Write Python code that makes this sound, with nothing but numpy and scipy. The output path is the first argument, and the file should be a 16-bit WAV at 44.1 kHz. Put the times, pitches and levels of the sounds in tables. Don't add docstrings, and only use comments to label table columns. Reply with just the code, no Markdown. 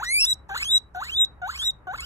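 import sys
import numpy as np
from scipy import signal
from scipy.fft import rfft, irfft, next_fast_len
from scipy.io import wavfile
from scipy.ndimage import uniform_filter1d

SR = 44100
rng = np.random.default_rng(int(sys.argv[2]) if len(sys.argv) > 2 else 0)


def voltage_ratio(level):
    return 10 ** (np.asarray(level, float) / 20)


def materialize(psi):
    bounded = np.clip(np.atleast_2d(psi).T, -1, 1)
    quanta = np.round(bounded * 32767).astype(np.int16)
    wavfile.write(sys.argv[1], SR, quanta)


N = 90404

# (f/Hz, level/dB)
TRAFFIC_COLOUR = [(25, -17.5), (45, -0.5), (66, 4.5), (90, -8.5), (125, -7.5), (220, -19), (700, -22),
                  (1100, -20.5), (1900, -30), (2700, -42.5), (5000, -68)]
# (f/Hz, likeness from 0 to 1)
TRAFFIC_LIKENESS = [(50, .9), (125, .82), (280, .7), (600, .3), (1300, .25), (3000, 0)]

# (t/s, pitch f/Hz, voice level/dB, overtone slope/dB per octave, breath level/dB)
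WHEEK_1 = [(0, 754, -37, -9.5, -43), (.022, 1001, -36, -14.5, -46), (.046, 1809, -40, -11, -35),
           (.075, 1949, -32.5, -11.5, -52.5), (.105, 2099, -26, -10.5, -57),
           (.148, 2301, -21.5, -9.5, -61.5), (.18, 2357, -19, -10, -59), (.2, 2582, -23.5, -10, -58),
           (.214, 2691, -26.5, -9.5, -54), (.246, 2680, -30, -7, -46.5), (.254, 3006, -33.5, 1, -43.5),
           (.257, 3444, -33.5, -3, -46.5), (.28, 3850, -30.5, -10.5, -55), (.308, 3937, -27.5, -7, -50),
           (.330, 3882, -24, -17.5, -61.5)]
WHEEK_2 = [(.489, 945.8, -40.5, -16.5, -49.5), (.5, 782, -42.5, -4, -49.5),
           (0.514, 771.3, -35.5, -8.5, -45.5), (.54, 807.2, -38.5, -4.5, -54),
           (.553, 976, -37, -3.5, -36.5), (.564, 1391, -38, -6, -39.5), (.578, 1947, -42.5, -14.5, -30),
           (.596, 2064, -36.5, -15, -43), (.61, 2228, -27, -23, -36), (0.624, 2251, -30.5, -11.5, -35.5),
           (.63, 2562, -20.5, -18.5, -34.5), (.638, 2661, -35, -17.5, -52), (.648, 3117, -36, -8.5, -37),
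           (0.659, 3184, -32, -9, -48.5), (.667, 3118, -33.5, -5.5, -47.5),
           (0.718, 3832, -25.5, -11.5, -51), (0.759, 3921, -20, -15.5, -48), (0.779, 3869, -24.5, -23, -46)]
WHEEK_3 = [(.946, 774.6, -37.5, -6, -61), (0.958, 722.2, -37.5, -15.5, -45.5),
           (0.976, 728, -33, -14.5, -53), (0.997, 757.4, -37, -10.5, -54), (1.01, 883.3, -38, -12, -41.5),
           (1.022, 1179, -36.5, -10, -46.5), (1.032, 1487, -42, -12, -44.5), (1.04, 1759, -48, -11, -36.5),
           (1.06, 1958, -44, -17.5, -42.5), (1.082, 2246, -38.5, -12, -43.5),
           (1.1, 2731, -31.5, -36.5, -42.5), (1.113, 3110, -43.5, -23, -45),
           (1.125, 3054, -33, -21.5, -52.5), (1.14, 3294, -32.5, -14.5, -44),
           (1.174, 3697, -27.5, -20, -58.5), (1.219, 3852, -21, -15.5, -53.5),
           (1.248, 3812, -26.5, -21, -44.5)]
WHEEK_4 = [(1.415, 765, -39, -10, -48.5), (1.435, 709, -33.5, -11, -66.5), (1.467, 773.7, -35.5, -9, -56),
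           (1.479, 916, -35.5, -29.5, -43.5), (1.496, 1296, -37.5, -23, -45),
           (1.512, 1662, -48.5, -6.5, -39.5), (1.531, 2079, -51, -19.5, -43.5),
           (1.552, 2148, -36.5, -11, -46.5), (1.562, 2506, -33.5, -16.5, -40.5),
           (1.572, 2476, -43.5, -18.5, -43), (1.578, 3004, -41, -19, -36), (1.586, 2850, -50.5, -11, -46),
           (1.592, 3179, -33, -10.5, -45.5), (1.627, 3400, -31.5, -10.5, -39.5),
           (1.656, 3828, -32, -10.5, -57), (1.676, 3889, -26.5, -14.5, -49.5),
           (1.705, 3720, -29, -14.5, -57)]
WHEEK_5 = [(1.868, 769.3, -41, -8.5, -58), (1.889, 716.4, -34, -14, -64), (1.915, 763.4, -35.5, -9, -60.5),
           (1.93, 864.6, -41.5, -13, -53), (1.94, 1085, -36.5, -9.5, -47.5), (1.951, 1427, -45, -18, -49),
           (1.961, 1710, -49, -7.5, -48.5), (1.975, 1970, -75, -27.5, -46), (1.986, 2188, -37, -29.5, -38),
           (1.999, 2176, -30, -14, -75.5), (2.006, 2253, -39, -13, -29), (2.011, 2642, -43, -35, -45.5),
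           (2.021, 2627, -38.5, -31.5, -43.5), (2.06, 3230, -43, -29, -45)]
# (t/s, length/s, level/dB against the voice)
UNEVEN_BEATS = [(0.295, 0.016, -14.5), (0.494, 0.015, -5), (0.539, 0.017, -6.5), (0.561, 0.019, -8),
                (0.589, 0.038, -20.5), (0.745, 0.03, -21), (1.022, 0.048, -3), (1.2, 0.019, -24),
                (1.522, 0.019, 3), (1.532, 0.022, -6), (1.642, 0.037, -14.5), (1.866, 0.012, -2),
                (1.928, 0.025, -1), (1.953, 0.028, 12), (1.986, 0.019, -5.5), (2.009, 0.049, -7.5)]
# (f/Hz, width/Hz, level/dB)
THROAT_AND_MOUTH = [(1400, 420, 13), (2300, 450, -4), (3900, 900, 7), (4500, 600, -8), (5400, 500, 16),
                    (5950, 600, 9), (7000, 800, -18), (7800, 900, 9), (9100, 1700, 18), (10700, 1000, 10),
                    (11900, 900, 5), (13300, 1500, -26)]
# (f/Hz, width/Hz, level/dB)
BREATH_BANDS = [(1250, 900, -3), (2300, 900, -5), (3300, 1100, -3), (4100, 700, -6), (6600, 1500, -8),
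                (12200, 1700, -15)]

# (f/Hz, lead/radians)
HIGH_LEAD = [(3600, -4.5), (4000, -4.2), (4350, -3.2), (5000, -3.1), (5300, -2.1), (6370, -.1), (7100, -.1),
             (8440, 2.7), (10850, 6.1), (12230, 7.9), (12700, 9.4)]
# (f/Hz, lead/radians)
LOW_LEAD_FACING = [(0, 0), (1300, -1.2), (2040, -.9), (2200, -2.1), (2600, -2.3), (2720, -2.9)]
# (f/Hz, lead/radians)
LOW_LEAD_TURNED = [(0, 0), (900, -1.2), (1900, -1.6), (2100, -3), (2600, -3.2), (2800, -3.5), (3100, -3.8)]
# (f/Hz, level/dB)
PORT_TILT = [(300, -4.5), (730, 5.5), (1100, -1), (2000, 0), (2500, -1), (2750, -5), (3050, -1), (3900, .5),
             (13000, 0)]

# (t/s, level/dB)
PUFFS = [
    (0.252, -23),
    (0.338, -38.5),
    (0.495, -56.5),
    (0.779, -37.5),
    (0.948, -62),
    (1.251, -45),
    (1.71, -52.5),
]
# (f/Hz, level/dB)
PUFF_COLOUR = [(500, -36), (2500, -22), (4500, -8.5), (5700, 1), (6800, -7), (8500, -5), (10500, -14),
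               (13000, -17)]


def at_hz(points, hz):
    p = np.array(points, float)
    return np.interp(np.log(hz + 1), np.log(p[:, 0] + 1), p[:, 1])


def coloured(points, channels):
    gain = voltage_ratio(at_hz(points, np.fft.rfftfreq(N, 1 / SR)))
    x = irfft(rfft(rng.standard_normal((channels, N))) * gain, N)
    return x / np.sqrt(np.mean(x ** 2))


def drift(hz):
    r = np.exp(-2 * np.pi * hz / SR)
    x = signal.lfilter([1], [1, -2 * r, r * r], rng.standard_normal(N + SR))[SR:]
    return x / x.std()


def gate(t, start, stop, rise, fall):
    fade_in = np.sin(np.pi / 2 * np.clip((t - start) / rise, 0, 1)) ** 2
    return fade_in * np.exp(-(np.maximum(t - stop, 0) / fall) ** 2)


def traffic():
    level_db, patchy_db = -52, 1.1
    alike = np.clip(at_hz(TRAFFIC_LIKENESS, np.fft.rfftfreq(N, 1 / SR)), -1, 1)
    shared, opposed = rfft(coloured(TRAFFIC_COLOUR, channels=2))
    left_right = np.array([[1], [-1]])
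    both = irfft(np.sqrt(1 + alike) * shared + np.sqrt(1 - alike) * opposed * left_right, N)
    return voltage_ratio(level_db + patchy_db * drift(2.3)) * both


def hiss():
    return voltage_ratio(-84) * rng.standard_normal((2, N))


def tract_db(hz, opening):
    shut_loss_db, shut_from_hz = -14, 4300
    gape_loss = .8
    wide = np.clip(opening * 2.27 - .4, 0, 1)
    gape = 1 - gape_loss * np.clip(opening * 15 - 12, 0, 1)
    total_db = shut_loss_db * (1 - wide) / (1 + (shut_from_hz / hz) ** 6)
    for centre_hz, width_hz, db in THROAT_AND_MOUTH:
        peak_db = db / (1 + (2 * (hz - centre_hz) / width_hz) ** 2)
        if centre_hz > 5000:
            peak_db = peak_db * wide
        if 9000 < centre_hz < 11000:
            peak_db = peak_db * gape
        total_db = total_db + peak_db
    return total_db


def breath(opening):
    open_rise, open_bright_db, patchy_db = .25, 3, 3
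    streak_hz, streak_db = 170, 5
    hz = np.fft.rfftfreq(N, 1 / SR)
    white = rfft(rng.standard_normal(N))
    ridges_db = streak_db * rng.standard_normal(200)
    out = 0
    for centre_hz, width_hz, db in BREATH_BANDS:
        patch = voltage_ratio(db + patchy_db * drift(25) + open_bright_db * opening * (centre_hz > 4000))
        for step in range(6):
            shut_hz = hz / (1 + open_rise * step / 5 * (centre_hz < 10000))
            ridges = voltage_ratio(np.interp(shut_hz / streak_hz, np.arange(200), ridges_db))
            gain = ridges / (1 + (2 * (shut_hz - centre_hz) / width_hz) ** 8)
            share = np.maximum(1 - abs(opening * 5 - step), 0)
            out = out + patch * irfft(white * gain, N) * share
    return out / out.std()


def voice(hz, slope_db, opening, strain):
    t = np.arange(N) / SR
    jitter, wobble = .005, .0025
    shimmer, fringe = .07, .045
    blur = .35
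    flicker_db = 2.5
    half_db_per_octave, lowest_half_db = -24, -10.5
    rough_share = np.minimum(strain, 3)
    hz = hz * (1 + jitter * rough_share * drift(170) + wobble * drift(64))
    phase = 2 * np.pi * np.cumsum(hz) / SR
    half = sum(voltage_ratio(db) * gate(t, s, s + length, .006, .004) for s, length, db in UNEVEN_BEATS)
    shiver, edge = drift(230), drift(500)
    out = 0
    for k in np.arange(1, 37) / 2:
        db = tract_db(k * hz, opening) + slope_db * np.log2(max(k, 1))
        if k % 1:
            db = db + half_db_per_octave * np.log2(max(k / 1.44, 1))
        if k < 1:
            db = db + lowest_half_db
        if k > 2:
            db = db + flicker_db * drift(30)
        shift = int(k * 3001)
        rough = 1 + shimmer * k * rough_share * np.roll(shiver, shift)
        rough = rough + fringe * (k - 1) * np.roll(edge, shift)
        rough = rough / (1 + blur * max(k - 2.5, 0) * rough_share)
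        height = voltage_ratio(db) * (half if k % 1 else 1) * (k * hz < .4 * SR)
        out = out + height * rough * np.sin(k * phase + k * k)
    return out


def wheeks():
    t = np.arange(N) / SR
    attack_s, release_s = .0045, .002
    calls = [WHEEK_1, WHEEK_2, WHEEK_3, WHEEK_4, WHEEK_5]
    rows = np.concatenate(calls)
    curves = [uniform_filter1d(np.interp(t, rows[:, 0], rows[:, k]), size=150) for k in range(1, 5)]
    hz, effort_db, slope_db, breath_db = curves
    on = 0
    for number, call in enumerate(calls):
        start = call[0][0] - (number == 0)
        on = on + gate(t, start, call[-1][0], attack_s, release_s)
    opening = np.clip(np.log(hz / 750) / np.log(5.2), 0, 1)
    strain = voltage_ratio(breath_db - effort_db + 18)
    tone = voltage_ratio(effort_db) * np.sqrt(2) * voice(hz, slope_db, opening, strain)
    return on * (tone + voltage_ratio(breath_db) * breath(opening))


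def ports(x, low_lead):
    size = next_fast_len(N + 4096)
    hz = np.fft.rfftfreq(size, 1 / SR)
    lead = np.interp(hz, *np.transpose(low_lead + HIGH_LEAD))
    turn = voltage_ratio(at_hz(PORT_TILT, hz) / 2) * np.exp(.5j * lead)
    return irfft(rfft(x, size) * np.array([turn, 1 / turn]), size)[:, :N]


def echo(x):
    level_db, fade_60db_s, delay_s, cut_hz = -31, .19, .011, 5500
    t = np.arange(SR // 2) / SR
    tail = rng.standard_normal((2, len(t))) * voltage_ratio(-60 * t / fade_60db_s) * (t > delay_s)
    tail = signal.sosfilt(signal.butter(2, cut_hz, fs=SR, output="sos"), tail)
    tail = tail / np.sqrt(np.sum(tail ** 2) / 2)
    return voltage_ratio(level_db) * signal.fftconvolve(x[None], tail, axes=1)[:, :N]


def puffs():
    t = np.arange(N) / SR
    puff_s = .0061
    bursts = sum(voltage_ratio(db) * np.exp(-((t - s) / puff_s) ** 2) for s, db in PUFFS)
    return coloured(PUFF_COLOUR, channels=1)[0] * bursts


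def scene():
    head_turn_s = .42
    animal = wheeks() + puffs()
    turned = np.arange(N) / SR > head_turn_s
    heard = ports(animal * ~turned, LOW_LEAD_FACING) + ports(animal * turned, LOW_LEAD_TURNED)
    return heard + echo(animal) + traffic() + hiss()


def band_limit(x):
    return signal.sosfilt(signal.butter(12, 13760, fs=SR, output="sos"), x)


def record(dry):
    top_cut = signal.cheby2(12, 60, 14600, fs=SR, output="sos")
    return band_limit(signal.sosfilt(top_cut, dry))


dry = scene()
out = record(dry)
materialize(out)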